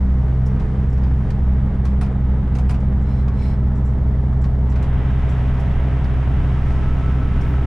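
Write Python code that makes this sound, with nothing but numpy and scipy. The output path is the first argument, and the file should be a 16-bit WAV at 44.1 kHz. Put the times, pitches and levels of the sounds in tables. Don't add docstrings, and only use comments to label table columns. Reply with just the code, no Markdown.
import sys
import numpy as np
from scipy import signal
from scipy.fft import rfft, irfft, next_fast_len
from scipy.io import wavfile
from scipy.ndimage import uniform_filter1d, minimum_filter1d

SR = 44100
rng = np.random.default_rng(int(sys.argv[2]) if len(sys.argv) > 2 else 0)


def to_wav(s):
    ch = np.atleast_2d(s).T
    pcm = np.round(np.clip(ch, -1, 1) * 32767)
    wavfile.write(sys.argv[1], SR, pcm.astype(np.int16))


N = 337806
TIME_S = np.arange(N) / SR
BINS_HZ = np.maximum(np.fft.rfftfreq(next_fast_len(N), 1 / SR), 1)

# t/s, f/Hz
FIRING_HZ = [(0, 64.33), (0.5, 64.42), (1.3, 65.95), (2.4, 66.42), (3.9, 68.9), (4.7, 69.7), (5.15, 68.7),
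             (5.7, 69.85), (7.2, 68.4), (7.66, 68.5)]
# t/s, load (0 light, about 1 full)
LOAD = [(0, 0.051), (.5, 0.24), (3.4, 0.1), (4, 0.069), (4.66, .06), (4.96, 0.97), (7.66, 1.08)]
# firing multiple, f/Hz, width/Hz, level/dB, change at full load/dB
BOOM_MODES = [(1, 65.9, 1.1, -25.5, -3), (2, 128.7, 0.92, -29, -8.5), (2, 138.6, 1.7, -32, 1),
              (3, 197.2, 7.9, -27.5, -8), (4, 266.5, 8.3, -41.5, -5.5)]
# four-stroke cycle multiple, relative level/dB at low speed, at high speed
ENGINE_ORDERS = [(2, -31, -33), (3, -39, -40), (4, -34, -40), (7, -32, -32), (8, -35, -36), (9, -39, -36),
                 (10, -38, -36), (14, -38, -42), (15, -43, -48), (16, -39, -45), (20, -52, -50),
                 (22, -46, -48), (23, -46, -51), (25, -52, -50), (26, -52, -50), (27, -52, -58)]
LOW_FIRING_HZ, HIGH_FIRING_HZ = 66.27, 71.4
# cycle multiple, resonance f/Hz, width/Hz, level/dB, change at full load/dB
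WHINES = [(32, 345, 5, -48, 0), (35, 406, 16, -44.5, -0.5), (40, 433, 6, -44.5, 0), (45, 505, 7, -50.5, -3),
          (47, 550, 4, -55, 7), (56, 640, 12, -50.5, -4), (57, 664, 5, -52, 7), (63, 731, 7, -57, 10),
          (76, 848, 13, -52.5, -6), (90, 1032, 6, -63, 12), (98, 1135, 14, -63, 7.5),
          (114, 1301, 13, -63, 8)]
CYLINDER_DB = [0, -4, -6, -3, -8, -7]
CYLINDERS = len(CYLINDER_DB)
# f/Hz, level/dB at light load, at full load
ROAR_SPECTRUM = [(9.9, -55, -48), (20, -49, -31.5), (35, -49, -54.5), (74, -48.5, -51.5), (130, -54, -50),
                 (239, -59, -57.5), (382, -67, -64.5), (457, -67.5, -67), (820, -71, -68),
                 (1260, -76.5, -70.5), (2070, -83.5, -74.5), (2590, -95.5, -80.5), (3100, -95, -82.5),
                 (3830, -99, -89.5), (4200, -102, -99), (5370, -105.5, -102), (6600, -108, -105),
                 (9900, -113, -111), (10000, -121, -113), (15000, -140, -132)]
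# f/Hz, width/Hz, gain/dB
CAB_MODES = [(425, 14, 5), (500, 9, 4.5), (530, 12, -3), (635, 14, 4), (852, 14, 2), (932, 18, 3),
             (1288, 18, 2.5), (1372, 18, -3)]
# t/s, level/dB
INTAKE_DB = [(0, -67.5), (1.3, -67), (1.9, -77), (4.85, -71), (5.2, -62), (6.25, -63.5), (6.7, -59.5),
             (7.66, -61.5)]
# f/Hz, gain/dB
THIN_HISS_SPECTRUM = [(2000, -21), (4200, 0.5), (5500, 0), (7500, -8.5), (9800, -9.5), (11000, -18),
                      (14500, -28.5)]
# firing multiple, level/dB
DRONE_ORDERS = [(0.5, -44), (1, -17.5), (2, -23), (2.5, -45.5), (3, -36.5), (3.5, -45.5), (4, -46.5)]
# t/s, relative level/dB
CLICKS = [(0.462, -41.5), (0.9274, -47), (5.5972, -43), (7.4101, -42)]
# f/Hz, width/Hz, gain/dB
CLICK_MODES = [(5460, 500, 7), (7100, 900, -2.5), (9000, 800, -6), (9800, 420, -8.5), (11700, 900, -13.5)]
# t/s, level/dB, t60/s, snap re level/dB, ring f/Hz, ring/dB, clack f/Hz
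KNOCKS = [(0.598, -52, 0.19, -13, 745, -46, 3720), (0.9772, -55, 0.16, -12, 930, -43, 5600),
          (1.0355, -52, 0.13, -19, 796, -40, 4800), (1.305, -46.5, 0.091, -12, 853, -43, 4470),
          (1.853, -45.5, 0.22, -9.5, 1093, -37.5, 5500), (2.0125, -41, 0.18, -15, 710, -34, 8900),
          (2.029, -57.5, 0.11, -4, 917, -39, 6200), (2.063, -62, 0.09, -11, 1360, -46, 6900),
          (2.552, -45.5, 0.19, -9.5, 1097, -42, 6350), (2.586, -48, 0.14, -9, 745, -34.5, 6360),
          (2.695, -42.5, 0.11, -9, 686, -36.5, 4970), (2.708, -49, .14, -6, 1010, -37, 9100),
          (2.7435, -50.5, 0.18, -23, 673, -39, 2600), (2.806, -58, .1, -8, 890, -47, 5600),
          (3.282, -48, 0.089, -18, 1112, -36.5, 2300), (4.441, -47, 0.14, -16, 1090, -42, 4850),
          (4.722, -54, 0.2, -20, 920, -47, 3300), (4.758, -52, 0.24, -24, 647, -34.5, 4400),
          (4.827, -49.5, 0.25, -9, 1000, -46, 3900), (6.0432, -47, 0.086, -20, 1120, -48, 4640)]
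# f/Hz, gain/dB
KNOCK_SPECTRUM = [(400, 0.5), (1200, 16.5), (2500, 8), (3500, 3), (5000, 1.5), (6500, -6.5), (8500, -17),
                  (11500, -26.5), (14500, -31.5)]
# f/Hz, gain/dB
SNAP_SPECTRUM = [(3500, -25), (6000, 1), (8000, 0.5), (9600, -1.5), (11000, -12), (14500, -16)]
# f/Hz, width/Hz, gain/dB
PANEL_MODES = [(720, 35, 0), (926, 30, -8), (1120, 45, -8), (1410, 45, -11), (2450, 200, -15)]
# t/s, relative level/dB
JINGLES = [(0.9, -54), (3.0135, -55), (3.7559, -52), (3.8526, -48), (4.4144, -49.5), (4.6967, -49),
           (5.2919, -47)]
# f/Hz, width/Hz, gain/dB
JINGLE_MODES = [(5800, 450, -5), (7480, 260, -1.5), (9300, 500, -15), (11900, 700, -21)]
# centre t/s, level/dB
PUFFS = [(3.15, -55), (3.455, -49)]
# f/Hz, gain/dB
PUFF_SPECTRUM = [(1000, -17), (2200, 6.5), (3600, -1), (4700, -6), (5400, -10), (6500, -12), (7600, -7),
                 (8900, -16), (9800, -8.5), (11000, -20.5), (14500, -25)]
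# f/Hz, width/Hz, gain/dB
PUFF_MODES = [(2240, 50, 12), (4070, 70, 9), (5300, 160, 3.5)]
# f/Hz, width/Hz, level/dB
RUSH_BANDS = [(232, 130, -34.5), (1311, 28, -47), (1485, 70, -53)]
# centre t/s, length/s, level/dB
SLIDE = (6.71, .1, -57.5)
# centre t/s, sigma/s, f/Hz, width/Hz, left level/dB
SQUEAK = (7.5, .035, 13800, 1000, -63)
# f/Hz, side minus mid/dB
SIDE_DB = [(60, -13), (100, -15), (180, -14.5), (320, -15), (550, -13), (950, -12), (1660, -12),
           (2880, -5.5)]
# f/Hz, left minus right/dB
BALANCE_DB = [(60, -0.5), (110, -0.5), (220, -0.5), (420, 0.0), (790, 0.5), (1510, 0.5), (2880, -1.5)]


def from_db(db):
    return 10 ** (np.asarray(db) / 20)


def unit_rms(x):
    return x / np.sqrt(np.mean(x ** 2) + 1e-20)


def curve(rows):
    return np.interp(TIME_S, *np.transpose(rows))


def slopes(points):
    hz, db = np.transpose(points)
    return from_db(np.interp(np.log(BINS_HZ), np.log(hz), db))


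def resonances(modes):
    return sum(from_db(db) / (1 + ((BINS_HZ - hz) / width_hz) ** 2) for hz, width_hz, db in modes)


def on_resonance(hz, centre_hz, width_hz):
    return 1 / np.sqrt(1 + ((hz - centre_hz) / width_hz) ** 2)


def colour(x, gain):
    return irfft(rfft(x, next_fast_len(N)) * gain, next_fast_len(N))[..., :N]


def drift(rate_hz):
    hop, settle = 100, 2000
    pole = np.exp(-2 * np.pi * rate_hz * hop / SR)
    white = rng.standard_normal(N // hop + settle + 2)
    slow = signal.lfilter([1], [1, -2 * pole, pole * pole], white)[settle:]
    return np.interp(np.arange(N) / hop, np.arange(len(slow)), unit_rms(slow))


def in_cab(mid):
    side = colour(rng.standard_normal(N), slopes(SIDE_DB))
    return np.array([mid + side, mid - side])


def cab_noise(gain):
    return unit_rms(colour(in_cab(rng.standard_normal(N)), gain))


def firing_boom(firing_rad, firing_hz, flutter_db=1.5):
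    out = np.zeros(N)
    for order, hz, width_hz, db, load_db in BOOM_MODES:
        level_db = db + load_db * curve(LOAD) + flutter_db * drift(1.6)
        gain = from_db(level_db) * on_resonance(order * firing_hz, hz, width_hz)
        out -= gain * (-1) ** order * np.sin(order * firing_rad)
    return np.sqrt(2) * out


def engine_tones(cycles, firing_hz, wander_cycles=0.0013, gain_db=2.07):
    speed = np.clip((firing_hz - LOW_FIRING_HZ) / (HIGH_FIRING_HZ - LOW_FIRING_HZ), 0, 1)
    cycle_rad = 2 * np.pi * (cycles + wander_cycles * drift(1.3))
    out = firing_boom(CYLINDERS * cycle_rad, firing_hz)
    for order, low_db, high_db in ENGINE_ORDERS:
        level_db = low_db + speed * (high_db - low_db) + gain_db
        out += np.sqrt(2) * from_db(level_db) * np.cos(order * cycle_rad + rng.uniform(0, 2 * np.pi))
    return out


def gear_whines(cycles, firing_hz, flutter_db=0.5, play_cycles=0.0012):
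    out, load = np.zeros(N), curve(LOAD)
    for order, hz, width_hz, db, load_db in WHINES:
        level_db = db + load_db * load + flutter_db * drift(9.3)
        gain = from_db(level_db) * on_resonance(order * firing_hz / CYLINDERS, hz, width_hz)
        out += gain * np.cos(2 * np.pi * order * (cycles + play_cycles * drift(11)))
    return np.sqrt(2) * out


def engine_roar(cycles, repeat_share=0.26, knock_depth=0.54, decay_firings=0.7, crossover_hz=280):
    position = cycles % 1
    one_cycle = rng.standard_normal(int(CYLINDERS * SR / LOW_FIRING_HZ))
    repeating = one_cycle[(position * len(one_cycle)).astype(int)]
    white = np.sqrt(repeat_share) * repeating + np.sqrt(1 - repeat_share) * rng.standard_normal(N)
    cylinder, age_firings = np.divmod(position * CYLINDERS, 1)
    knock = knock_depth * from_db(CYLINDER_DB)[cylinder.astype(int)]
    bursts = unit_rms(1 + knock * np.exp(-age_firings / decay_firings))
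    treble_share = 1 / (1 + (crossover_hz / BINS_HZ) ** 4)
    clatter = colour(in_cab(white) * bursts, np.sqrt(treble_share))
    rumble = colour(in_cab(rng.standard_normal(N)), np.sqrt(1 - treble_share))
    panels = from_db(sum(db / (1 + ((BINS_HZ - hz) / width_hz) ** 2) for hz, width_hz, db in CAB_MODES))
    hz, light_db, full_db = np.transpose(ROAR_SPECTRUM)
    light, full = (colour(clatter + rumble, panels * slopes(np.c_[hz, db])) for db in (light_db, full_db))
    return np.sqrt(SR / 2) * (light + curve(LOAD) * (full - light))


def intake_hiss():
    return from_db(curve(INTAKE_DB)) * cab_noise(slopes(THIN_HISS_SPECTRUM))


def governed_engine(firing_hz=63.7, flutter_db=0.83, wander_firings=0.001):
    firing_rad = 2 * np.pi * (firing_hz * TIME_S + wander_firings * drift(3.1))
    tones = (from_db(db + flutter_db * drift(14)) * np.sin(order * firing_rad)
             for order, db in DRONE_ORDERS)
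    return np.sqrt(2) * sum(tones)


def contacts(rows, gain, rise_s, crack=0.0, crack_s=0.0036, flutter_db=0.1):
    envelope = np.zeros(N)
    for t_s, db, t60_s in rows:
        first = int((t_s - rise_s) * SR)
        age_s = TIME_S[:min(N - first, SR // 2)]
        decay = from_db(-60 * age_s / t60_s) + crack * np.exp(-age_s / crack_s)
        envelope[first:first + len(age_s)] += from_db(db) * (1 - np.exp(-age_s / rise_s)) * decay
    return envelope * unit_rms(from_db(flutter_db * drift(130))) * cab_noise(gain)


def plastic_clicks(gain_db=-7, t60_s=0.12):
    hits = [(t_s, db + gain_db, t60_s) for t_s, db in CLICKS]
    return contacts(hits, resonances(CLICK_MODES), rise_s=0.0027)


def fitting_knocks(body_db=5, panel_db=-2.5, panel_t60_s=0.13):
    bodies = [(t_s, db + body_db, t60_s) for t_s, db, t60_s, *_ in KNOCKS]
    snaps = [(t_s, db + snap_db, t60_s) for t_s, db, t60_s, snap_db, *_ in KNOCKS]
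    panel_hits = [(t_s, ring_db + panel_db, panel_t60_s) for t_s, *_, ring_db, _ in KNOCKS]
    return (contacts(bodies, slopes(KNOCK_SPECTRUM), rise_s=0.0016, crack=1.2, crack_s=0.004)
            + contacts(snaps, slopes(SNAP_SPECTRUM), rise_s=0.0012, crack=1.7, crack_s=0.0034)
            + contacts(panel_hits, resonances(PANEL_MODES), rise_s=0.0016))


def fitting_rings(gain_db=-1, t60_s=0.24):
    out, age_s = np.zeros(N), TIME_S[:SR // 2]
    decay = from_db(-60 * age_s / t60_s)
    for t_s, *_, hz, db, _ in KNOCKS:
        first = int(t_s * SR)
        out[first:first + len(age_s)] += from_db(db + gain_db) * decay * np.sin(2 * np.pi * hz * age_s)
    return out


def fitting_clacks(gain_db=-4, width_hz=450, t60_s=0.072, rise_s=0.002):
    out, age_s = np.zeros((2, N)), TIME_S[:SR // 2]
    envelope = (1 - np.exp(-age_s / rise_s)) * from_db(-60 * age_s / t60_s)
    for t_s, db, *_, hz in KNOCKS:
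        band = signal.iirpeak(hz, hz / width_hz, fs=SR)
        mid, side = unit_rms(signal.lfilter(*band, rng.standard_normal((2, len(age_s)))))
        buzz = np.array([mid + side / 2, mid - side / 2])
        first = int(t_s * SR)
        out[:, first:first + len(age_s)] += from_db(db + gain_db) * envelope * buzz
    return out


def metal_jingles(gain_db=-7, t60_s=0.2):
    hits = [(t_s, db + gain_db, t60_s) for t_s, db in JINGLES]
    return contacts(hits, resonances(JINGLE_MODES), rise_s=0.0012)


def air_puffs(length_s=0.18, rasp_db=0.5):
    envelope = sum(from_db(db) * np.exp(-np.abs(2 * (TIME_S - t_s) / length_s) ** 3) for t_s, db in PUFFS)
    rasp = unit_rms(from_db(rasp_db * drift(55)))
    return envelope * rasp * cab_noise(slopes(PUFF_SPECTRUM) + resonances(PUFF_MODES))


def rush(start_s=5.85, build_s=0.95):
    bands = sum(from_db(db) * cab_noise(resonances([(hz, width_hz, 0)]) ** 2)
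                for hz, width_hz, db in RUSH_BANDS)
    return np.clip((TIME_S - start_s) / build_s, 0, 1) * bands


def slide(grain_db=4):
    t_s, length_s, db = SLIDE
    envelope = from_db(db) * np.exp(-(2 * (TIME_S - t_s) / length_s) ** 2)
    grain = unit_rms(from_db(grain_db * drift(90)))
    return envelope * grain * cab_noise(slopes(THIN_HISS_SPECTRUM))


def squeak(right_db=-12):
    t_s, sigma_s, hz, width_hz, db = SQUEAK
    envelope = from_db(db) * np.exp(-0.5 * ((TIME_S - t_s) / sigma_s) ** 2)
    rub = unit_rms(colour(rng.standard_normal(N), resonances([(hz, width_hz, 0)]) ** 2))
    return envelope * rub * from_db([[0], [right_db]])


def limiter(x, ceiling=0.44, hold_s=0.048):
    size = int(hold_s * SR)
    allowed = (1 + (np.abs(x).max(axis=0) / ceiling) ** 6) ** (-1 / 6)
    return x * uniform_filter1d(minimum_filter1d(allowed, size), size)


def scene():
    firing_hz = curve(FIRING_HZ)
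    cycles = np.cumsum(firing_hz) / SR / CYLINDERS
    diesel = engine_tones(cycles, firing_hz) + gear_whines(cycles, firing_hz) + engine_roar(cycles)
    engines = diesel + intake_hiss() + governed_engine()
    rattles = plastic_clicks() + fitting_knocks() + fitting_rings() + fitting_clacks() + metal_jingles()
    return engines + rattles + air_puffs() + rush() + slide() + squeak()


def record(dry):
    low_cut_hz, high_cut_hz, fade_s = 8, 15000, 0.008
    tilt = np.sqrt(slopes(BALANCE_DB))
    high_pass = 1 / (1 + (low_cut_hz / BINS_HZ) ** 4)
    mics = colour(dry, np.array([tilt, 1 / tilt]) * high_pass)
    edge_s = np.minimum(TIME_S, TIME_S[::-1])
    fade = np.sin(np.pi / 2 * np.clip(edge_s / fade_s, 0, 1)) ** 2
    low_pass = signal.ellip(10, 0.1, 80, high_cut_hz, fs=SR, output="sos")
    return signal.sosfilt(low_pass, limiter(mics) * fade)


dry = scene()
out = record(dry)
to_wav(out)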